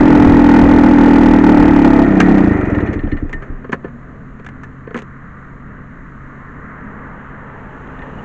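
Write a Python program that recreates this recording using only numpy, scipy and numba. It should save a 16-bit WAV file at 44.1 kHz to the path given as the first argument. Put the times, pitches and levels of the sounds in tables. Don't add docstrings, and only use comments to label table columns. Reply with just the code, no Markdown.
import sys
import numpy as np
from scipy import signal
from scipy.io import wavfile
from scipy.ndimage import uniform_filter1d
from numba import njit

SR = 44100
rng = np.random.default_rng(int(sys.argv[2]) if len(sys.argv) > 2 else 0)


def generate_wav(signal):
    frames = np.transpose(np.atleast_2d(signal))
    scaled = np.clip(frames, -1, 1) * 32767
    pcm = np.round(scaled).astype(np.int16)
    wavfile.write(sys.argv[1], SR, pcm)


def magnitude_from_level(level_db):
    exponent = np.asarray(level_db, float) / 20
    return 10 ** exponent


N = 363384
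TIME = np.arange(N) / SR


def level(x, db):
    return x * magnitude_from_level(db) / np.sqrt(np.mean(x ** 2))


def columns(table):
    s, *rest = np.transpose(table)
    return [np.interp(TIME, s, c) for c in rest]


def after(s, rise):
    return np.clip((TIME - s) / rise, 0, 1)


def dip(s, db, width):
    return db * np.exp(-((TIME - s) / width) ** 2)


def emerging(far_db, s, db_per_s):
    return far_db + db_per_s * np.maximum(TIME - s, 0)


def noise():
    return rng.standard_normal(N)


def walk(rate):
    hold = int(SR / rate)
    steps = np.repeat(rng.standard_normal(N // hold + 1), hold)
    return 0.91 * uniform_filter1d(uniform_filter1d(steps, hold), hold)[:N]


@njit
def svf(x, hz, width):
    y, b, l = np.empty(len(x)), 0., 0.
    g, k = np.tan(np.pi * hz / SR), width / hz
    for i in range(len(x)):
        v = (b + g * (x[i] - l)) / (1 + g * (g + k))
        b, l, y[i] = 2 * v - b, l + 2 * g * v, k * v
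    return y


def ring(x, modes, order=1):
    out = 0
    for k, (hz, width, db) in enumerate(modes):
        y = x + 1e-18
        for _ in range(order):
            y = svf(y, float(hz), float(width))
        out = out + (-1) ** (k * order) * magnitude_from_level(db) * y
    return out


def low_pass(x, hz, order):
    return signal.sosfilt(signal.butter(order, hz, fs=SR, output="sos"), x)


def engine_levels(octaves):
    # time in seconds, level in dB.
    exhaust = [(0, -0.5), (1.5, -1.06), (2.0, -2.5), (2.1, -8.5), (2.3, -6), (2.45, -8.5), (2.62, -18.5),
               (2.82, -17.5), (2.97, -24), (3.14, -22), (3.36, -36), (3.7, -52)]
    throttle_shut_s, drive_stops_s = 1.98, 2.93
    pipe = columns(exhaust)[0]
    stopped = after(drive_stops_s, 0.076)
    coasting = after(throttle_shut_s, .12) - after(drive_stops_s, 0.25)
    silencer = pipe - 9 + 8 * coasting
    thump_top = -13.5 - 4 * (1 - after(2.4, .1))
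    thump = np.minimum(pipe - 2, thump_top) + dip(2.2, -4.5, .25)
    clatter = -14.5 - 5 * octaves * (1 + 0.46 * stopped) - 4.5 * stopped
    airbox = -18.5 - 6 * octaves + dip(2.7, -9.5, 0.16)
    heave = -28 - 15 * (1 - stopped) - 6 * np.maximum(octaves - 2, 0)
    panel = pipe - 41 + dip(2.05, 25, .35)
    return pipe, silencer, thump, clatter, airbox, heave, panel


def engine():
    # time in seconds, speed in turns per s.
    crank = [(0, 42.2), (.35, 41.07), (1.15, 40.06), (2.05, 34.3), (2.2, 30.8), (2.23, 37.7), (2.45, 28.97),
             (2.95, 13.62), (3.15, 10.35), (3.6, 4.1), (3.8, .1)]
    # centre in Hz, width in Hz, level in dB.
    pipe = [(283.35, 86.4, 6), (248.3, 34.3, -4.5), (376.8, 19, -20.5)]
    # centre in Hz, width in Hz, level in dB.
    silencer = [(196.3, 53, 0)]
    # centre in Hz, width in Hz, level in dB.
    thump = [(100.6, 87, 0)]
    # centre in Hz, width in Hz, level in dB.
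    casing = [(1851, 226, 0), (1265, 330, -3), (532, 453, -3), (2393, 180, -6.5), (358, 235, 8)]

    crank_speed = columns(crank)[0]
    lead = int(.008 * SR)
    turns = -.57 + np.cumsum(crank_speed) / SR + lead * crank_speed / SR
    hunting = .035 * walk(14) * (1 - .7 * after(2.0, .1)) * (TIME < 2.6)
    turns = np.maximum.accumulate(turns + hunting)
    whole = np.floor(turns).astype(int) + 4
    chance = rng.standard_normal((120, 2))
    speed = np.maximum(np.gradient(turns), 5 / SR)

    new_turn = np.diff(whole, prepend=whole[0]) == 1
    puffs = new_turn * magnitude_from_level(1.7 * chance[whole, 0]) / np.sqrt(speed)
    puff_s = .0024
    puffs = np.convolve(puffs, np.hanning(int(puff_s * SR)))[:N] / np.sqrt(.375 * puff_s * SR)
    bounce = after(2.5, 0.48)
    returns = 0.29 * np.roll(puffs, int(0.01313 * SR)) + 0.49 * np.roll(puffs, int(.0275 * SR))
    puffs = puffs + bounce * returns
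    turbulence_db = np.interp(TIME, [2.0, 2.6, 2.9, 3.0], [-11, -1, 0, -2])
    gas = puffs + magnitude_from_level(turbulence_db) * np.exp(-(turns % 1) / .5) * noise()

    slap = 1.8 + magnitude_from_level(3 * chance[whole, 1]) * np.exp(-((turns - .6) % 1) / 1.2)
    grit = magnitude_from_level(1.3 * uniform_filter1d(noise(), size=60) * np.sqrt(60))
    clatter = ring(slap * grit * noise(), casing, order=2)
    unrung_slap = (0.35 + np.exp(-((turns - .62) % 1) / 0.15)) * grit * noise()
    clatter = clatter / clatter.std() + level(unrung_slap, -5.5)

    parts = [
        ring(gas, pipe, order=2),
        ring(gas, silencer, order=2),
        -ring(np.roll(gas, int(0.0026 * SR)), thump, order=2),
        clatter,
        ring(gas, [(37.9, 37, 0)], order=2),
        ring(gas, [(24, 8.8, 0)], order=2),
        ring(gas, [(666.4, 38, 0)], order=2),
    ]
    octaves = np.log2(crank[0][1] / crank_speed)
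    out = 0
    for part, db in zip(parts, engine_levels(octaves)):
        out = out + part / part[TIME < 2].std() * magnitude_from_level(db)
    return np.clip((3.75 - TIME) / 0.078, 0, 1) * out


def wind():
    # time in seconds, peak in dB.
    gust_peaks = [
        (0, -6.5),
        (.21, -5),
        (.62, -6),
        (1.298, -15.5),
        (1.572, -10),
        (2.3, -22.5),
    ]
    breeze_db, rise_db_s, fall_db_s = -23.5, 291, 59
    buffet = ring(noise(), [(54.0, 123, 0)], order=2) * magnitude_from_level(0.75 * walk(17))
    gusts = [db - np.maximum(rise_db_s * (s - TIME), fall_db_s * (TIME - s)) for s, db in gust_peaks]
    wind_db = np.maximum(np.max(gusts, axis=0), breeze_db) - 3.0
    return level(buffet, wind_db) * np.clip((2.6 - TIME) / 0.86, 0, 1)


def contacts(rows):
    out = 0
    for s, db, contact_s in rows:
        age = np.maximum(TIME - s, 0) / contact_s
        out = out + np.minimum(age * 3, 1) * np.exp(-age) * magnitude_from_level(db)
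    return out


def knocks():
    # start in seconds, peak in dB, contact in seconds.
    ticks = [
        (2.2004, 3.5, 0.0073),
        (3.7195, -17.5, 0.0043),
        (4.463, -20.5, 0.0049),
        (4.487, -26, .005),
        (4.6324, -23.5, 0.0081),
    ]
    # start in seconds, peak in dB, contact in seconds.
    clanks = [
        (2.379, -9.5, 0.0083),
        (3.1652, -25, 0.0089),
        (3.4191, -23, 0.014),
        (3.7255, -6.5, 0.0097),
        (3.8796, -33, 0.0079),
        (4.3929, -29, 0.0073),
        (4.9435, -11, 0.0038),
    ]
    # start in seconds, peak in dB, contact in seconds.
    thuds = [
        (2.785, -15, 0.0034),
        (3.0716, -22, 0.0064),
        (3.643, -24.5, 0.0068),
        (3.692, -23, 0.0052),
        (3.841, -23.5, 0.012),
        (4.871, -27.5, 0.008),
        (4.906, -23, 0.0058),
        (4.955, -15.5, 0.0043),
        (8.112, -38, 0.0026),
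    ]
    # start in seconds, peak in dB, contact in seconds.
    scuffs = [
        (2.9301, -27, .011),
        (3.293, -33, 0.0055),
        (3.327, -23.5, 0.0074),
        (4.445, -35, .0067),
        (4.962, -25, 0.0077),
        (4.9742, -20.5, 0.0037),
        (4.9854, -26.5, 0.011),
        (5.019, -28, 0.0042),
    ]
    # start in seconds, peak in dB, contact in seconds.
    pings = [(2.745, -18.5, .005), (2.806, -19, 0.0053), (2.87, -20, 0.0075), (2.932, -34, 0.0032),
             (2.99, -23, .005), (3.03, -30, .012), (3.115, -16, 0.006), (3.17, -23, 0.0041),
             (3.33, -15.5, 0.0046), (7.873, -31, .003), (7.908, -39, 0.0033), (7.99, -25, .003),
             (8.018, -25, 0.0049), (8.07, -33, .003)]
    # centre in Hz, width in Hz, level in dB.
    metal = [(1240, 70, 2.5), (1750, 82, 13), (2070, 99, -4), (1900, 30, 8.5), (2280, 220, -34),
             (3120, 140, -9), (1380, 1400, 2), (3500, 1000, -4.5), (1070, 120, -9), (4420, 220, 3.5)]
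    # centre in Hz, width in Hz, level in dB.
    frame = [(420, 95, -5), (232, 35, -0.5), (140, 21, -6), (541, 58, -7), (700, 19, -16)]
    # centre in Hz, width in Hz, level in dB.
    tank = [(659, 60, -7), (1054, 48, 2.5)]
    # centre in Hz, width in Hz, level in dB.
    lever = [(1815, 17, 12.5), (2900, 28, 3), (4230, 60, 3.5), (3500, 900, -5), (1990, 49, 2)]

    pushes = [contacts(rows) for rows in (clanks, thuds, ticks, scuffs)]
    frame_push = magnitude_from_level([-1.6, 6.5, -21, 2.6]) @ pushes
    grit_push = magnitude_from_level([-32.5, -41.5, -22.5, -16.5]) @ pushes
    out = magnitude_from_level(2.5) * ring(sum(pushes) * noise(), metal)
    out = out + magnitude_from_level(21.5) * ring(frame_push * noise(), frame)
    out = out + magnitude_from_level(31.0) * ring(grit_push * noise(), [(6500, 14000, 0.0091)])
    out = out + magnitude_from_level(10) * ring((pushes[0] + 1.6 * pushes[1]) * noise(), tank)
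    return out + magnitude_from_level(14) * ring(contacts(pings) * noise(), lever)


def tone(table, wobble):
    hz, db = columns(table)
    phase = 2 * np.pi * np.cumsum(hz * (1 + wobble * walk(3.1))) / SR
    return np.sqrt(2) * magnitude_from_level(db + 2.7 * walk(34)) * np.sin(phase)


def car():
    # time in seconds, level in dB.
    tyre_roar = [(3.5, -44), (4.25, -45.5), (5.4, -39.5), (5.95, -41.5), (6.5, -38), (7.1, -36.5),
                 (8.24, -40)]
    # time in seconds, pitch in Hz, level in dB.
    drone = [(3.4, 129, -37.5), (3.84, 132.7, -41), (5, 134.7, -39.5), (6, 136.6, -42), (7, 138.8, -41),
             (7.6, 133.4, -42), (8.24, 142.6, -40.5)]
    # time in seconds, pitch in Hz, level in dB.
    whine = [(3.4, 222, -83.5), (3.6, 220, -51), (3.95, 235.6, -33), (4.1, 239, -64), (8.3, 213, -99)]
    # centre in Hz, width in Hz, level in dB.
    rumble_bands = [(31.7, 71, -3.5), (83, 8.9, -3), (175.7, 40, -2.5), (210, 19, 0.5), (241.6, 49, -3.5)]

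    swell = 1.0 * walk(3)
    roar = ring(noise(), [(1242, 470, 0.085), (1480, 590, 0), (1780, 700, 0.84)], order=2)
    roar = low_pass(roar, 1805, order=4)
    roar = roar - ring(roar, [(826, 74, 0.01)])
    roar = level(roar, columns(tyre_roar)[0] + swell + 1.2 * walk(11))

    body = ring(noise(), [(446, 270, 2.5), (594, 200, -8.5)], order=2)
    upper_db = np.interp(TIME, [6, 7.2], [-14, 0])
    body = body + magnitude_from_level(upper_db) * ring(noise(), [(890, 280, 0.033)], order=2)
    body = level(body, emerging(far_db=-48, s=5.96, db_per_s=3.76) + swell + 1.5 * walk(14))

    hiss_db = emerging(far_db=-55.5, s=6.17, db_per_s=5.7) + 1.1 * walk(12)
    hiss = level(ring(noise(), [(2900, 1200, 0)], order=2), hiss_db)
    rumble_db = emerging(far_db=-35.5, s=6.74, db_per_s=1.8) + swell + 0.77 * walk(5.5)
    rumble = level(ring(noise(), rumble_bands, order=2), rumble_db)
    return roar + body + hiss + rumble + tone(drone, 0.0045) + tone(whine, 0.0049)


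def air():
    # time in seconds, pitch in Hz, level in dB, length in seconds.
    chirps = [
        (8.148, 2900, -40, 0.011),
        (8.192, 2900, -31, 0.007),
    ]
    hiss = ring(noise(), [(7250, 2000, -14.5), (3960, 1000, -17)])
    out = level(hiss, -46 + 9 * after(7.5, 1) + walk(5))
    for s, hz, db, length in chirps:
        out = out + magnitude_from_level(db) * np.exp(-((TIME - s) / length) ** 2) * np.sin(2 * np.pi * hz * TIME)
    return out


def scene():
    return (engine() + wind() + knocks() + car() + air())[None]


def housing(x):
    port = ring(x, [(6400, 2230, -26.5), (3980, 1600, -37), (5400, 5400, -34.0)], order=2)
    return low_pass(x, 2168, order=5) + port


def top_cut(x):
    return signal.sosfilt(signal.butter(12, 15870, fs=SR, output="sos"), x)


def record(dry):
    ceiling = .712
    muffled = low_pass(housing(dry[0]), 8850, order=8)
    clipped = np.clip(muffled, -ceiling, ceiling)[None]
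    dull = signal.sosfiltfilt(signal.butter(3, 8200, fs=SR, output="sos"), clipped)
    shelved = dull + magnitude_from_level(-10.0) * (clipped - dull)
    return top_cut(shelved - .004)


dry = scene()
out = record(dry)
generate_wav(out)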